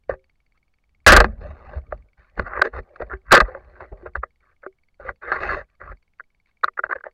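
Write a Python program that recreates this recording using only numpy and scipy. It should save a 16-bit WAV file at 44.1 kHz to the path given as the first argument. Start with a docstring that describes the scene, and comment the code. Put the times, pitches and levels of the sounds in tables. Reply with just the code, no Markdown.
"""A waterproof camera in a river

A camera in a plastic case is handled at night, under water and lifted out of it. Water washes and
glugs along the shell while fingers stroke and tap it, so that it rings and sways. Two hard, rattling
knocks overload the microphone. In the pauses there is only a faint hiss and the camera's own ticking."""
import sys
import numpy as np
from scipy import signal
from scipy.fft import rfft, irfft
from scipy.io import wavfile
from scipy.ndimage import uniform_filter1d

SR = 44100
rng = np.random.default_rng(int(sys.argv[2]) if len(sys.argv) > 2 else 0)


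def store_wav(level_fs):
    """Save 16-bit WAV to argv[1]."""
    pcm = np.round(np.clip(np.atleast_2d(level_fs), -1, 1) * 32767)
    wavfile.write(sys.argv[1], SR, pcm.T.astype(np.int16))


N = 314641
TIME = np.arange(N) / SR
RING_TIME = np.arange(SR // 4) / SR

# Levels are relative. "Boom" and "edge" say how much louder the walls and the edge are than the shell.
# notes the case rings at: f/Hz, level/dB, time to fade by 60 dB/s
CASE_NOTES = [(252, -12, 0.098), (376, -20.5, .1), (386, -17, .09), (473.1, -25, 0.13), (536.8, -18, 0.02),
              (585.3, -3, 0.025), (625.8, -14, 0.07), (797, 0, 0.011), (1134, -14.5, 0.002),
              (1220, 1, 0.013), (1410, -8, 0.021), (1560, 2, 0.012), (1743, -7, 0.013),
              (1937, -12.5, 0.028), (2568, -7, 0.0074), (3701, -19, .008), (4196, -15.5, .008),
              (6260, -26.5, 0.014)]
# hard blows that make up the knocks: t/s, level/dB, time to fade to 37%/s, boom/dB
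BLOWS = [(1.0635, 5, 0.013, -5), (1.073, 10.5, 0.0098, -5), (1.087, 2, 0.022, -15),
         (1.104, -4, 0.0034, -16), (1.120, 6.5, .013, -5.5), (1.150, -9.5, 0.011, -5),
         (1.163, 6, 0.0097, -3), (1.2018, -2.5, 0.008, -1), (1.2431, -6.5, 0.0022, 1),
         (3.309, -15, 0.0064, -18), (3.317, -1.5, 0.009, -15.5), (3.322, 6.5, 0.011, -3),
         (3.337, -0.5, 0.0082, 0.5), (3.348, 2.5, 0.0088, -18.5), (3.365, -4.5, 0.0084, -7),
         (3.373, -5.5, 0.0082, -4.5), (3.4022, 0, 0.0053, -14.5), (3.413, -39.5, 0.0053, 25.5),
         (6.642, -18, 0.00053, -4)]
# finger taps and creaks: t/s, level/dB, f/Hz, half-length of the skid/s, boom/dB, edge/dB
TAPS = [(.0958, -22, 1640, 0.0015, 8.5, -18), (0.1117, -29, 1750, 0.0018, -1, -47),
        (.139, -31.5, 1760, 0.0018, 4, -21), (1.924, -16, 1297, 0.0012, -11, -40),
        (2.378, -25, 1400, 0.0013, 2, -25), (2.396, -8, 1450, .0014, -6, -17.5),
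        (2.535, -15, 1400, 0.0011, -12, -56), (2.575, -12.5, 1224, 0.0019, -9.5, -60),
        (2.594, -15, 1480, 0.00085, 2, -27), (2.6181, 3.5, 1515, 0.0025, -14, -32),
        (2.622, -3.5, 1355, 0.0016, -3.5, -25), (2.654, -15, 1606, 0.0012, -5, -13),
        (2.737, -26, 1400, 0.0022, -3, -39), (2.962, -31, 1240, 0.0031, -11, -17),
        (3.02, -25.5, 1373, 0.0022, 3, -17), (3.137, -25, 1560, 0.0012, -13, -21.5),
        (3.549, -22, 1487, 0.0013, -24, -45.5), (3.757, -41.5, 1590, .003, -14, -40),
        (3.839, -36, 1470, 0.0015, -13.5, -36), (4.06, -29.5, 1410, .0014, 9, -48.5),
        (4.155, -9, 1376, 0.0013, -14.5, -36), (4.236, -12.5, 1220, .0022, -8.5, -60),
        (4.638, -33, 1447, .002, -8, -49.5), (4.664, -22.5, 1380, 0.0011, -3, -55),
        (5.091, -12, 1436, 0.0013, -9, -43), (5.318, -4, 1560, 0.0014, -11.5, -25.5),
        (5.324, -9.5, 1310, 0.0018, -26, -18.5), (5.435, -13, 1640, 0.0032, -11, -15),
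        (5.546, -15.5, 1520, 0.0028, -8.5, -14), (5.815, -25.5, 1450, 0.0014, -13, -45),
        (6.198, -21.5, 1619, .0014, -29, -50), (6.205, -24, 1450, .0014, -17, -52),
        (6.637, -6.5, 1242, 0.0017, -14.5, -41), (6.6425, 2.5, 1370, 0.0013, -20.5, -33.5),
        (6.682, -10.5, 1230, 0.0019, -18.5, -51), (6.776, -17, 1340, 0.0017, -22.5, -61),
        (6.792, -8, 1424, 0.0029, -13, -47), (6.8393, -6, 1445, 0.002, -13, -53),
        (6.865, -24, 1410, 0.0008, -6.5, -51.5), (6.898, -20.5, 1410, 0.0049, -6, -40),
        (6.913, -12.5, 1530, 0.0045, -14, -32), (6.928, -7.5, 1710, 0.0034, -15.5, -35.5),
        (6.958, -30.5, 1810, 0.00064, 1, -23), (6.985, -33, 1570, .0012, -18.5, -46.5),
        (7.008, -32, 1560, 0.0018, -18, -48), (7.04, -21, 1406, .0012, -14, -57)]
# finger strokes: t/s, length/s, level/dB, swell from start to end/dB, boom/dB, edge/dB, sway level/dB
STROKES = [(.1, 0.051, -41, -22.5, -2.5, -26, -37), (0.549, 0.022, -68.5, -3.5, -10.5, -14, -81),
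           (1.101, .115, -26, -12.5, -2, -13, -15.5), (1.25, 0.012, -30.5, -5.5, -2, -17.5, -32),
           (1.409, .11, -47.5, -1, 4, -15, -36), (1.658, 0.13, -47, -0.5, 5, -17, -40.5),
           (1.909, 0.031, -52, 6, 7, -15, -42.5), (2.178, 0.13, -59.5, -9.5, -8, -15.5, -59.5),
           (2.373, 0.047, -35, 0.5, -1.5, -22.5, -28.5), (2.446, 0.037, -35, 4, -5.5, -30, -48),
           (2.492, 0.1, -31.5, 13.5, -7, -43, -43), (2.641, 0.028, -30, 2.5, 3, -17, -49),
           (2.732, 0.059, -36.5, 5, -0.5, -22.5, -36), (2.998, .024, -36.5, 11, 2, -27, -41),
           (3.098, 0.041, -33.5, 7.5, -6, -38, -40.5), (3.253, 0.055, -48, 21, -14, -48, -44),
           (3.448, .13, -43, -8, 4, -30, -51.5), (3.766, .02, -48, -8, 4, -33, -51),
           (3.805, 0.052, -40.5, -18, 3.5, -27.5, -51.5), (3.923, 0.013, -52, -12.5, 14.5, -33, -42),
           (4.055, 0.011, -36.5, 16, -1, -32, -48), (4.16, 0.0095, -38.5, -14, 4, -19.5, -37.5),
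           (4.232, 0.012, -40.5, -6, -2, -40, -53), (4.408, .12, -63.5, 1.5, -7, -21, -67.5),
           (4.632, 0.026, -48, -11.5, -4, -48, -77), (4.998, 0.1, -41.5, 17.5, -0.5, -26.5, -46.5),
           (5.222, 0.11, -30.5, 11.5, -8, -31.5, -48), (5.321, 0.081, -26.5, -13.5, -9, -23, -42.5),
           (5.404, 0.15, -24, 4.5, -7, -22, -34.5), (5.555, 0.062, -31.5, -10, -5.5, -21.5, -42),
           (5.689, 0.057, -74, -0.5, -10, -12, -70), (5.804, .12, -42, 4, -4, -29, -44.5),
           (6.472, 0.024, -67, 0, -18.5, -5, -77.5), (6.647, 0.0099, -40.5, -7.5, -7.5, -11, -53),
           (6.845, 0.017, -42, -10, 2, -25, -51), (6.957, 0.012, -37, -12, 0.5, -29, -58),
           (7.051, 0.016, -38.5, 12, 1, -38, -72)]
# water moving along the case: t/s, wash level/dB, sway level/dB
WATER_FLOW = [(0, -105, -67), (.8, -105, -74), (1.05, -92, -60), (1.26, -50.5, -23), (1.36, -64, -39.5),
              (1.63, -51, -49), (1.85, -71, -45), (1.98, -67, -41), (2.12, -88.5, -72), (2.34, -73.5, -60),
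              (2.43, -56, -40), (2.87, -66.5, -69), (3.08, -59, -45), (3.2, -79, -62.5), (3.45, -52.5, -46),
              (3.64, -60, -51), (3.8, -57, -54.5), (3.9, -63, -59.5), (4.04, -59, -48), (4.12, -78, -55.5),
              (4.36, -100, -71.5), (7.13, -108, -78)]
# jolts of the whole case: t/s (at their strongest), level/dB, f/Hz
JOLTS = [(0.111, -30.5, 60.5), (1.079, -1, 78), (1.104, -5.5, 45.4), (1.182, -4.5, 43.2),
         (1.223, -18, 44.7), (1.454, -31, 74), (1.504, -27, 71.7), (1.776, -19.5, 68.4), (1.93, -31, 54.2),
         (2.411, -33, 72.6), (2.786, -28, 45.7), (3.142, -28, 53.7), (3.327, -16.5, 100),
         (3.431, -13.5, 44.2), (3.938, -30.5, 48.5), (4.187, -23, 57.87), (5.91, -28.5, 46.14)]
# low rumble of the swaying case: f/Hz, level/dB
SWAY_SPECTRUM = [(15, -17), (30, -9.5), (42, 2), (70, -2.5), (100, -13), (160, -19.5), (260, -24),
                 (500, -59.5), (1500, -100)]
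# water slapping a wall of the case: t/s, level/dB, f/Hz, time to fade to 37%/s
GLUGS = [(.0945, -8.5, 545, 0.0045), (0.116, -36.5, 379, 0.027), (0.124, -41.5, 531, 0.031),
         (1.175, -10, 490, 0.013), (1.248, -24, 217.5, 0.029), (1.925, -12.5, 605, 0.0039),
         (2.391, -17, 186, 0.0045), (2.625, -47, 529, 0.01), (3.004, -14, 517, 0.0038),
         (3.133, -27.5, 381, 0.016), (3.484, -29.5, 517, 0.018), (3.549, -25.5, 545.6, 0.012),
         (3.917, -39, 396, 0.023), (4.03, -37.5, 361.7, 0.028), (4.239, -47, 378, 0.01),
         (4.664, -30.5, 381.8, 0.014), (4.998, -30.5, 578, 0.007), (5.05, -31.5, 526, 0.021)]
# notes the ticking mechanism rings at: f/Hz, level/dB, time to fade by 60 dB/s
TICK_NOTES = [(490, -19.5, 0.045), (1300, -19, .01), (2190, -1, 0.027), (2270, -3, 0.035),
              (4482, -14, 0.033), (5640, -21.5, .006)]
# steady background hiss: f/Hz, level/dB
HISS_SPECTRUM = [(20, 8), (45, -3.5), (90, -11.5), (200, -16.5), (500, -24.5), (800, -24), (2000, -32.5),
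                 (3500, -34), (7000, -40.5), (16000, -47.5)]


def knocking(walls, shell, edge, edge_db=-19, shove_db=-12):
    """Each blow is a dying burst of hard contacts that also shoves the whole case."""
    out = np.zeros(N)
    struck = band(shell, 1100, 2300, order=1)  # a hard contact favours the shell's higher notes
    shove = band(signal.unit_impulse(len(RING_TIME)), 130, 280, order=2)
    for start, db, fade_s, boom in BLOWS:
        chatter = rng.choice([-1, 1], len(RING_TIME)) * np.exp(-RING_TIME / fade_s)
        clack = shake(chatter, struck)
        thud = shake(chatter, walls) + amp(shove_db) * shake(chatter, shove)
        click = shake(chatter, edge)
        add(out, start, amp(db) * (clack + amp(boom) * thud + amp(edge_db) * click))
    return out


def tapping(walls, shell, edge, gain_db=-2.5, boom_db=-1, edge_db=-2, roughness=2.77):
    """A fingertip catches and lets go: a brief flutter near one pitch inside a longer, gritty skid."""
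    out = np.zeros(N)
    t = np.arange(-500, 501) / SR
    for middle, db, hz, skid_s, boom, edge_level in TAPS:
        grit = rng.standard_normal(len(t)) / np.cosh(t / skid_s) * np.hanning(len(t))
        flutter = np.exp(-.5 * (t / (.63 * skid_s)) ** 2) * np.cos(2 * np.pi * hz * t)
        clack = strike(flutter + roughness * grit, shell)
        thud = amp(boom + boom_db) * strike(grit, walls)
        click = amp(edge_level + edge_db) * strike(grit, edge)
        add(out, middle + t[0], amp(db + gain_db) * (clack + thud + click))
    return out


def rubbing(walls, shell, edge, edge_lift_db=1):
    """Skin and water drag over the case; the same tiny slips ring all of its parts."""
    wall_db, shell_db, edge_db = pressing()
    drag = gurgle(slips())
    rub = shake(drag * amp(shell_db), shell)
    boom = shake(drag * amp(wall_db), walls)
    scratch = shake(drag * amp(edge_db + edge_lift_db), edge)
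    return (rub + boom + scratch)[:N]


def slips(per_s=1600, spread_db=3.2):
    """Sticking and slipping makes a stream of tiny pushes of uneven size."""
    size = amp(spread_db * np.minimum(rng.exponential(1, N), 4))
    return unit_power(size * rng.choice([-1, 1], N) * (rng.random(N) < per_s / SR))


def gurgle(sound, depth_db=3.8):
    """Shifting fingers and water press unevenly on the case, so its notes swell and fade in patches."""
    spectra = signal.stft(sound, nperseg=1024, noverlap=768)[2]
    patches = rng.standard_normal(spectra.shape[::-1]).T
    for size in (4, 5):  # blur across pitch and time
        patches = uniform_filter1d(uniform_filter1d(patches, size, axis=0), size, axis=1)
    gain = amp(depth_db * (unit_power(patches) - 1))
    return signal.istft(spectra * gain, nperseg=1024, noverlap=768)[1][:N]


def pressing():
    """How hard water and fingers push the walls, shell and edge, in dB; the strongest contact wins."""
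    times, wash_db, _ = np.transpose(WATER_FLOW)
    shell = np.interp(TIME, times, wash_db)
    walls, edge = shell + 6, shell - 18.5  # water mostly stirs the walls, hardly the edge
    for start, length, db, swell, boom, edge_level, _ in STROKES:
        level = db + stroke_shape(start, length, swell, rise_db_per_s=2800, fall_db_per_s=1150)
        shell = np.maximum(shell, level)
        walls = np.maximum(walls, level + boom)
        edge = np.maximum(edge, level + edge_level)
    return walls, shell, edge


def stroke_shape(start, length, swell_db, rise_db_per_s, fall_db_per_s):
    """One stroke in dB: it builds up, swells or fades evenly over its length, then dies away."""
    hold = swell_db * (np.clip((TIME - start) / length, 0, 1) - .5)
    before = rise_db_per_s * np.maximum(start - TIME, 0)
    after = fall_db_per_s * np.maximum(TIME - start - length, 0)
    return np.maximum(hold - before - after, -200)


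def case_parts():
    """The three voices of the case: booming walls, the hollow clack of the shell, a thin edge."""
    whole = ring(CASE_NOTES)
    high = ring([note for note in CASE_NOTES if note[0] > 2200])
    return band(whole, 370, 900, order=3), band(whole, 1000, 2022, order=4), band(high, 1200, 5200, order=3)


def wobbling(rise_s=.016, gain_db=-1):
    """The case swings for a few slow cycles after each jolt."""
    out = np.zeros(N)
    age = RING_TIME / rise_s
    swell = (age * np.exp(1 - age)) ** 2
    for peak_s, db, hz in JOLTS:
        add(out, peak_s - rise_s, amp(db + gain_db) * swell * np.sin(2 * np.pi * hz * RING_TIME))
    return out


def swaying(lag_s=.01):
    """Water and strokes rock the heavy case: it rumbles, follows each stroke late and settles slowly."""
    times, _, flow_db = np.transpose(WATER_FLOW)
    level = np.interp(TIME, times, flow_db)
    for start, length, _, swell, _, _, db in STROKES:
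        shape = stroke_shape(start + lag_s, length, swell, rise_db_per_s=998, fall_db_per_s=482.5)
        level = np.maximum(level, db + shape)
    return amp(level) * coloured_noise(SWAY_SPECTRUM)


def glugging(rise_s=.0017, gain_db=2):
    """Each slap of water rings one low, hollow note with a soft start."""
    out = np.zeros(N)
    for start, db, hz, fade_s in GLUGS:
        swell = (1 - np.exp(-(RING_TIME / rise_s) ** 2)) * np.exp(-RING_TIME / fade_s)
        add(out, start, amp(db + gain_db) * swell * np.sin(2 * np.pi * hz * RING_TIME))
    return out


def ticking(level_db=-58, spread_db=1.5, period_s=.054, jitter_s=.004, touch_s=.0012, rasp=.08):
    """A small mechanism in the camera ticks softly, not quite evenly."""
    out = np.zeros(N)
    body = band(ring(TICK_NOTES), 400, 6000, order=3)
    t = np.arange(-200, 201) / SR
    for count, (late, loud) in enumerate(rng.standard_normal((135, 2))):
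        touch = (t == 0) + rasp * rng.standard_normal(len(t)) / np.cosh(t / touch_s)
        start = (count + .5) * period_s + jitter_s * late
        add(out, start, amp(level_db + spread_db * loud) * strike(touch, body))
    return out


def hiss(level_db=-67.5):
    """A faint, steady noise, strongest in the bass, lies under everything."""
    return amp(level_db) * coloured_noise(HISS_SPECTRUM)


def ring(notes):
    """Notes that die away after one sharp push."""
    return sum(amp(db) * np.exp(-np.log(1000) * RING_TIME / fade_s) * np.sin(2 * np.pi * hz * RING_TIME)
               for hz, db, fade_s in notes)


def shake(pushes, part):
    """Random pushes ring a part of the case and keep about the same power."""
    return signal.fftconvolve(pushes, part / np.linalg.norm(part))


def strike(push, part):
    """A short push rings a part; the result peaks at 1."""
    sound = signal.fftconvolve(push, part)
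    return sound / abs(sound).max()


def coloured_noise(spectrum):
    """Noise of power 1 with the given balance of low and high pitches."""
    hz, db = np.transpose(spectrum)
    gain = amp(np.interp(np.log(np.fft.rfftfreq(N, 1 / SR) + 1), np.log(hz), db))
    return unit_power(irfft(rfft(rng.standard_normal(N)) * gain, N))


def band(sound, low_hz, high_hz, order):
    """Keeps the pitches between two limits."""
    return signal.sosfilt(signal.butter(order, [low_hz, high_hz], "band", fs=SR, output="sos"), sound)


def amp(db):
    """Turns decibels into a gain."""
    return 10 ** (np.asarray(db) / 20)


def unit_power(sound):
    """Scales to an average power of 1."""
    return sound / np.sqrt(np.mean(sound ** 2) + 1e-30)


def add(mix, start_s, sound):
    """Mixes a sound in at the given time."""
    part = mix[max(0, round(start_s * SR)):][:len(sound)]
    part += sound[:len(part)]


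def scene():
    """Everything reaches one microphone through the case."""
    parts = case_parts()
    handling = rubbing(*parts) + tapping(*parts) + knocking(*parts) + wobbling() + swaying()
    return (handling + glugging() + ticking() + hiss())[None]


def record(dry, ceiling=.63, hardness=6.4, cutoff_hz=15900):
    """Loud peaks overload the microphone and are flattened; then the highest treble is cut."""
    clipped = dry / (1 + abs(dry / ceiling) ** hardness) ** (1 / hardness)
    low_pass = signal.firwin(511, cutoff_hz, window=("kaiser", 9), fs=SR)
    return signal.oaconvolve(clipped, low_pass[None], "same")


dry = scene()
out = record(dry)
store_wav(out)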